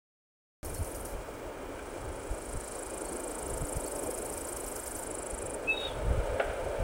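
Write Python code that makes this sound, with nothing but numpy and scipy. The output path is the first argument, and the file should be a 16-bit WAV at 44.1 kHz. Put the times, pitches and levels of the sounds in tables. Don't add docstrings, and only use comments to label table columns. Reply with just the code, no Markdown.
import sys
import numpy as np
from scipy import signal
from scipy.fft import rfft, irfft
from scipy.io import wavfile
from scipy.ndimage import uniform_filter1d

SR = 44100
rng = np.random.default_rng(int(sys.argv[2]) if len(sys.argv) > 2 else 0)


def store_wav(level_fs):
    pcm = np.round(np.clip(np.atleast_2d(level_fs), -1, 1) * 32767)
    wavfile.write(sys.argv[1], SR, pcm.T.astype(np.int16))


N = 301203
T = np.arange(N) / SR

# first stroke t/s, last stroke t/s, mean stroke rate/Hz
OPENING_PHRASE, NEAR_PHRASE, FAR_PHRASE = (.657, 1.055, 22.6), (1.755, 5.544, 26.4), (5.628, 6.799, 27.3)
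# f/Hz, level/dB
RATTLE_WING = [(3000, -65), (6000, -38), (6700, -20), (7200, -5), (7700, 0), (8300, -1.5), (9000, 2),
               (10000, -0.5), (10800, -8.5), (11600, -19), (12500, -26), (14000, -39), (16000, -38)]
OPENING_WING = [(6000, -4), (7800, -5), (8700, 1), (9800, 4), (15000, 0)]
# f/Hz, level/dB
GRASS_PATH = [(6000, -9), (7500, -12), (7950, 4.5), (8400, 0), (9000, -3), (10500, -1), (15000, -8)]
# first stroke t/s, last stroke t/s, mean stroke rate/Hz
RASP_RUNS = [(.645, 1.049, 10), (2.337, 3.13, 11.3), (3.197, 3.958, 10.5), (4.033, 4.32, 14),
             (4.373, 4.959, 10.2)]
# t/s, level/dB
RASP_EFFORT = [(.65, -43.5), (1.05, -44.5), (2.35, -66), (2.9, -55), (3.35, -51.5), (3.8, -44.5),
               (4.25, -46.5), (4.7, -42), (4.95, -42.5)]
# t/s within the stroke, level/dB
RASP_ENVELOPE = [(-.005, -33), (.004, 5), (.013, 0), (.024, -3.5), (.045, -4.5), (.07, -7), (.09, -8.5),
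                 (.125, -35)]
# f/Hz, level/dB
RASP_WING = [(3500, -38), (5000, -7), (7000, -7.5), (8700, 1.5), (10000, 1.5), (11500, -0.5), (12500, -2),
             (14200, 1), (15000, -21), (16000, 7)]
# centre t/s, level/dB, half-width/s
TICK_FLURRIES = [(1.38, -59, .2), (1.67, -57, .045)]
# t/s, roar level/dB, wheel hiss level/dB
TRAIN_LEVELS = [(0.85, -45, -51.5), (1.74, -45, -49.5), (2.32, -45, -50.5), (2.56, -45, -50.5),
                (3.55, -41, -49), (4.02, -41, -50), (4.61, -44, -49.5), (5.54, -42.5, -49.5),
                (6.38, -38, -44.5), (6.62, -40, -46.5), (6.8, -37.5, -45.5)]
# f/Hz, level/dB
FAR_ROAR = [(100, -62), (170, -11), (215, -11), (245, -5.5), (280, -2), (366, -0.5), (455, 0), (589, -0.5),
            (738, -7), (830, -11), (891, -7), (963, -17), (1100, -12.5), (1430, -28), (2420, -120)]
CLOSER_ROAR = [(120, -52), (200, -38), (221, -15), (253, -12.5), (349, -10), (414, -3), (579, 0),
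               (692, -5.5), (748, -16), (876, -11), (1100, -59), (1430, -53), (2420, -120)]
WHEEL_HISS = [(560, -7.5), (950, 1.5), (1120, -6), (1260, 0), (1580, -2.5), (1870, -10), (2400, -7),
              (2490, -30.5), (2600, -15.5), (2800, -12), (3160, -13), (3640, -18.5), (4200, -21),
              (5460, -30), (9240, -120)]
APPROACH = (5.02, 6.18)
# t/s, level/dB, spectral tilt/(dB per
CLACKS = [(1.79, -38, -2), (4.087, -29.5, -36), (6.397, -20.5, -1.4), (6.497, -34, -1), (6.661, -29, -17)]
# f/Hz, level/dB
CLACK_SPECTRUM = [(420, -5.5), (520, 1), (720, 3), (1000, -22), (1350, -4.5), (1550, 0), (1800, -13),
                  (2400, -8.5), (3200, -19.5), (4200, -28), (7000, -56)]
# t/s, rise/s, hold/s, fade/s, first f/Hz, held f/Hz, last f/Hz, level/dB, roughness (0-1)
BIRD_NOTES = [(.735, .035, .01, .05, 3400, 4350, 4500, -61.5, .7),
              (3.05, .018, .012, .05, 4450, 4330, 4700, -61, .7),
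              (3.785, .085, .008, .06, 2600, 4480, 4350, -56.5, .5),
              (5.671, .026, .016, .075, 2530, 2609, 2600, -25.5, .12),
              (5.69, .085, .095, .075, 3780, 3760, 2900, -38.8, 1)]
# centre t/s, level/dB, half-width/s
PUFFS = [(.69, -40, 0.15), (.81, -30, 0.026), (1, -45, 0.12), (1.15, -34, 0.023), (1.68, -47, 0.034),
         (2.07, -40, 0.083), (2.32, -32.5, 0.026), (2.56, -29.5, 0.022), (3.53, -37, 0.051),
         (3.63, -30, .022), (3.77, -28, 0.015), (5.18, -48, 0.018), (5.34, -39, 0.023), (5.45, -39, 0.017),
         (5.98, -39.5, 0.081), (6.1, -26, 0.062), (6.185, -26, 0.03), (6.24, -34, 0.021),
         (6.32, -33.5, 0.041), (6.49, -34.5, 0.032), (6.66, -38.5, 0.057), (6.81, -27, 0.023)]
# f/Hz, level/dB
WIND_SPECTRUM = [(12, -23), (25, -1.5), (45, 1.5), (75, -5), (115, -10), (165, -17), (260, -31.5),
                 (500, -33)]
# t/s, level/dB
CHORUS_LEVELS = [(.6, -53), (1.6, -58), (2.6, -51), (3.2, -52.5), (5, -52.5), (5.6, -55.5), (6.8, -55.5)]
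# f/Hz, level/dB
CHORUS_SPECTRUM = [(2500, -43), (4000, -3.5), (5500, -1.5), (7000, -0.5), (8500, 3), (10000, -1.5),
                   (11500, -6.5), (12600, -12), (14000, -7.5), (15000, -20), (16000, 4)]
# f/Hz, half-width/Hz, gain/dB
NOTCHES = [(3620, 39, -21), (4130, 61, -11), (4640, 52, -10), (12970, 130, -16), (15000, 90, -12)]


def rattle(phrase, swelling=False, pegs=22, fast_gap_s=.0005, last_gap_s=.0018, slow_pegs=2.1):
    first, last, rate_hz = phrase
    strokes = stroke_times(first, last, rate_hz, tiring=.023)
    stroke_db = -.3 * rng.standard_normal(len(strokes))
    if swelling:
        elapsed = strokes - first
        stroke_db -= 12 * np.maximum(1 - (elapsed / .78) ** 1.6, 0)
        stroke_db -= 7 * np.maximum(1 - elapsed / 1.85, 0)
    jitter = rng.standard_normal((len(strokes), pegs, 2))
    slowness = np.exp(-(np.arange(pegs) / slow_pegs) ** 2)
    gaps = (fast_gap_s + (last_gap_s - fast_gap_s) * slowness) * np.exp(.14 * jitter[..., 0])
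    before_end = np.cumsum(gaps, 1) - gaps
    onset_db = -1150 * np.maximum(before_end - .0055, 0)
    force = amp(stroke_db[:, None] + onset_db - 2 * jitter[..., 1])
    force *= (gaps / last_gap_s) ** .53
    strikes = strokes[:, None] + .004 - before_end
    catches = strikes + rng.uniform(.00029, .00076, strikes.shape)
    samples = np.clip(np.append(strikes, catches) * SR, 0, N).astype(int)
    impulses = np.bincount(samples, np.append(force, .7 * force * slowness), N + 1)[:N]
    return colour(impulses, RATTLE_WING)


def rattlers(opening_db=-20, near_db=-12, far_db=-28):
    near = amp(opening_db) * colour(rattle(OPENING_PHRASE), OPENING_WING)
    near += amp(near_db) * rattle(NEAR_PHRASE, swelling=True)
    far = amp(far_db) * colour(rattle(FAR_PHRASE), GRASS_PATH)
    near_tail = amp(-14) * scatter(near, t60=.15, delay_s=.001)
    far_tail = amp(-7) * scatter(far, t60=.11, delay_s=.0013)
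    return near + far + near_tail + far_tail


def rasper(push_at_s=.0062, push_width_s=.0074, glide_hz=(7400, 4700), grass_db=-10):
    power, push = np.zeros(N), np.zeros(N)
    lead = RASP_ENVELOPE[0][0]
    t = np.arange(lead, RASP_ENVELOPE[-1][0], 1 / SR)
    ring_hz = np.interp(t, (0, 2 * push_at_s), glide_hz)
    glide = np.exp(2j * np.pi * np.cumsum(ring_hz) / SR)
    push_envelope = np.exp(-((t - push_at_s) / push_width_s) ** 2)
    fuzz = drift(650) + 1j * drift(650)
    for first, last, rate_hz in RASP_RUNS:
        for start in stroke_times(first, last, rate_hz, tiring=.03):
            db = curve(RASP_EFFORT, start)
            ring = (glide * fuzz[int(start * SR):][:len(t)]).real
            add(power, start + lead, amp(db + curve(RASP_ENVELOPE, t)) ** 2)
            add(push, start + lead, amp(db) * ring * push_envelope)
    hiss = amp(-1) * np.sqrt(power) * noise(RASP_WING)
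    song = hiss * amp(drift(200)) + amp(-7) * push
    return song + amp(grass_db) * scatter(song, t60=.3, delay_s=.0024)


def stroke_times(first, last, rate_hz, tiring):
    progress = np.linspace(0, 1, round((last - first) * rate_hz) + 1)
    return first + (last - first) * (progress - tiring * progress * (1 - progress ** 2))


def ticker(rate_hz=45.5, depth_db=7):
    ticks = amp(1.5 + depth_db * (np.cos(2 * np.pi * rate_hz * T) - 2))
    return swells(TICK_FLURRIES) * ticks * noise([(11000, -35), (12500, -2), (14000, 0), (15500, -10)])


def train(roar_gain_db=2, hiss_gain_db=.5, throb_db=1):
    closer = np.interp(T, APPROACH, (0, 1))
    roar = np.sqrt(1 - closer) * noise(FAR_ROAR) + np.sqrt(closer) * noise(CLOSER_ROAR)
    roar *= amp(roar_gain_db + curve(TRAIN_LEVELS) + throb_db * drift(15))
    hiss = noise(WHEEL_HISS) * amp(hiss_gain_db + curve(TRAIN_LEVELS, column=2))
    return roar + hiss


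def rail_song(waver_db=1.5):
    closer = np.interp(T, APPROACH, (0, 1))
    high = noise([(2280, -18), (2390, -11), (2450, -8), (2500, -17), (2560, -18)])
    low = noise([(840, -38), (885, -15), (905, 3), (925, 4.5), (970, -22)])
    return high * amp(-64 + 4 * closer + waver_db * drift(4.1)) + low * amp(-63 + 8 * closer)


def clacks(t60=.1, attack_s=.0017, forest_db=-9):
    knocks, t = np.zeros(N), np.arange(SR // 4) / SR
    attack = 1 - np.exp(-t / attack_s)
    for start, db, tilt in CLACKS:
        ring = noise([(hz, level + tilt * np.log2(hz / 600)) for hz, level in CLACK_SPECTRUM])[:len(t)]
        add(knocks, start, ring * amp(db - 60 * t / t60) * attack)
    return knocks + amp(forest_db) * scatter(knocks, t60=.81, delay_s=.022)


def bird(fade_db=32, husk_db=-48, husk_at_s=5.86, husk_width_s=.09, forest_db=-19):
    song = np.zeros(N)
    waver, flutter = .006 * drift(130), 3.6 * drift(60)
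    for start, rise, hold, fade, first_hz, held_hz, last_hz, db, roughness in BIRD_NOTES:
        t = np.arange(0, rise + hold + fade, 1 / SR)
        risen = np.minimum(t / rise, 1)
        faded = np.maximum(t - rise - hold, 0) / fade
        hz = held_hz + (first_hz - held_hz) * (1 - risen) ** 1.5 + (last_hz - held_hz) * faded
        hz *= 1 + roughness * waver[:len(t)]
        tone = np.sqrt(2) * np.sin(2 * np.pi * np.cumsum(hz) / SR)
        add(song, start, tone * risen * amp(db - fade_db * faded + roughness * flutter[:len(t)]))
    husk = noise([(2800, -4), (3200, -8), (3450, 3), (3800, -20), (4350, -9), (4700, -20)])
    husk *= amp(husk_db) * np.exp(-((T - husk_at_s) / husk_width_s) ** 2)
    return song + husk + amp(forest_db) * scatter(song, t60=.75, delay_s=.015)


def wind(gain_db=-1, lump_db=2, eddy_s=.113):
    eddies = noise(WIND_SPECTRUM)
    local_power = abs(uniform_filter1d(eddies ** 2, int(eddy_s * SR)))
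    eddies /= np.sqrt(local_power + .015)
    breeze = amp(-48.5 + lump_db * drift(11))
    return eddies * amp(gain_db) * np.hypot(breeze, swells(PUFFS))


def chorus(shimmer_db=1.1):
    return noise(CHORUS_SPECTRUM) * amp(curve(CHORUS_LEVELS) + shimmer_db * drift(38))


def scatter(x, t60, delay_s):
    t = np.arange(SR) / SR
    tail = rng.standard_normal(SR) * amp(-60 * t / t60) * (t > delay_s)
    return signal.fftconvolve(x, tail / np.linalg.norm(tail))[:N]


def colour(x, points):
    hz, db = np.transpose(points)
    octave, knots = np.log2(np.fft.rfftfreq(len(x), 1 / SR) + 1), np.log2(hz)
    outside = np.maximum(knots[0] - octave, 0) + np.maximum(octave - knots[-1], 0)
    return irfft(rfft(x) * amp(np.interp(octave, knots, db) - 48 * outside), len(x))


def noise(points):
    return unit(colour(rng.standard_normal(N), points))


def drift(hz):
    rolloff = 1 + (np.fft.rfftfreq(N, 1 / SR) / hz) ** 4
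    return unit(irfft(rfft(rng.standard_normal(N)) / rolloff, N))


def swells(rows):
    return np.sqrt(sum(amp(db) ** 2 * np.exp(-2 * ((T - s) / half) ** 2) for s, db, half in rows))


def curve(rows, t=T, column=1):
    rows = np.asarray(rows)
    return np.interp(t, rows[:, 0], rows[:, column])


def add(mix, start_s, sound):
    part = mix[max(round(start_s * SR), 0):][:len(sound)]
    part += sound[:len(part)]


def amp(db):
    return 10 ** (np.asarray(db) / 20)


def unit(x):
    return x / np.sqrt(np.mean(x ** 2) + 1e-20)


def scene():
    insects = rattlers() + rasper() + ticker() + chorus()
    return (insects + train() + rail_song() + wind() + bird() + clacks())[None]


def record(dry, opens_s=.6305, whine_hz=15524, cutoff_hz=15800):
    hz = np.fft.rfftfreq(N, 1 / SR)
    notch_db = sum(db * np.exp(-((hz - centre) / width) ** 2) for centre, width, db in NOTCHES)
    notched = irfft(rfft(dry) * amp(notch_db), N)
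    whine = amp(-70.5) * np.sqrt(2) * np.sin(2 * np.pi * whine_hz * T)
    fizz = amp(-75) * noise([(15000, -56), (15200, -23), (15500, -26), (15750, -14), (16000, -60)])
    opened = (notched + whine + fizz) * (T >= opens_s)
    lowpass = signal.firwin(511, cutoff_hz, window=("kaiser", 9), fs=SR)
    return signal.oaconvolve(opened, lowpass[None], "same")


dry = scene()
out = record(dry)
store_wav(out)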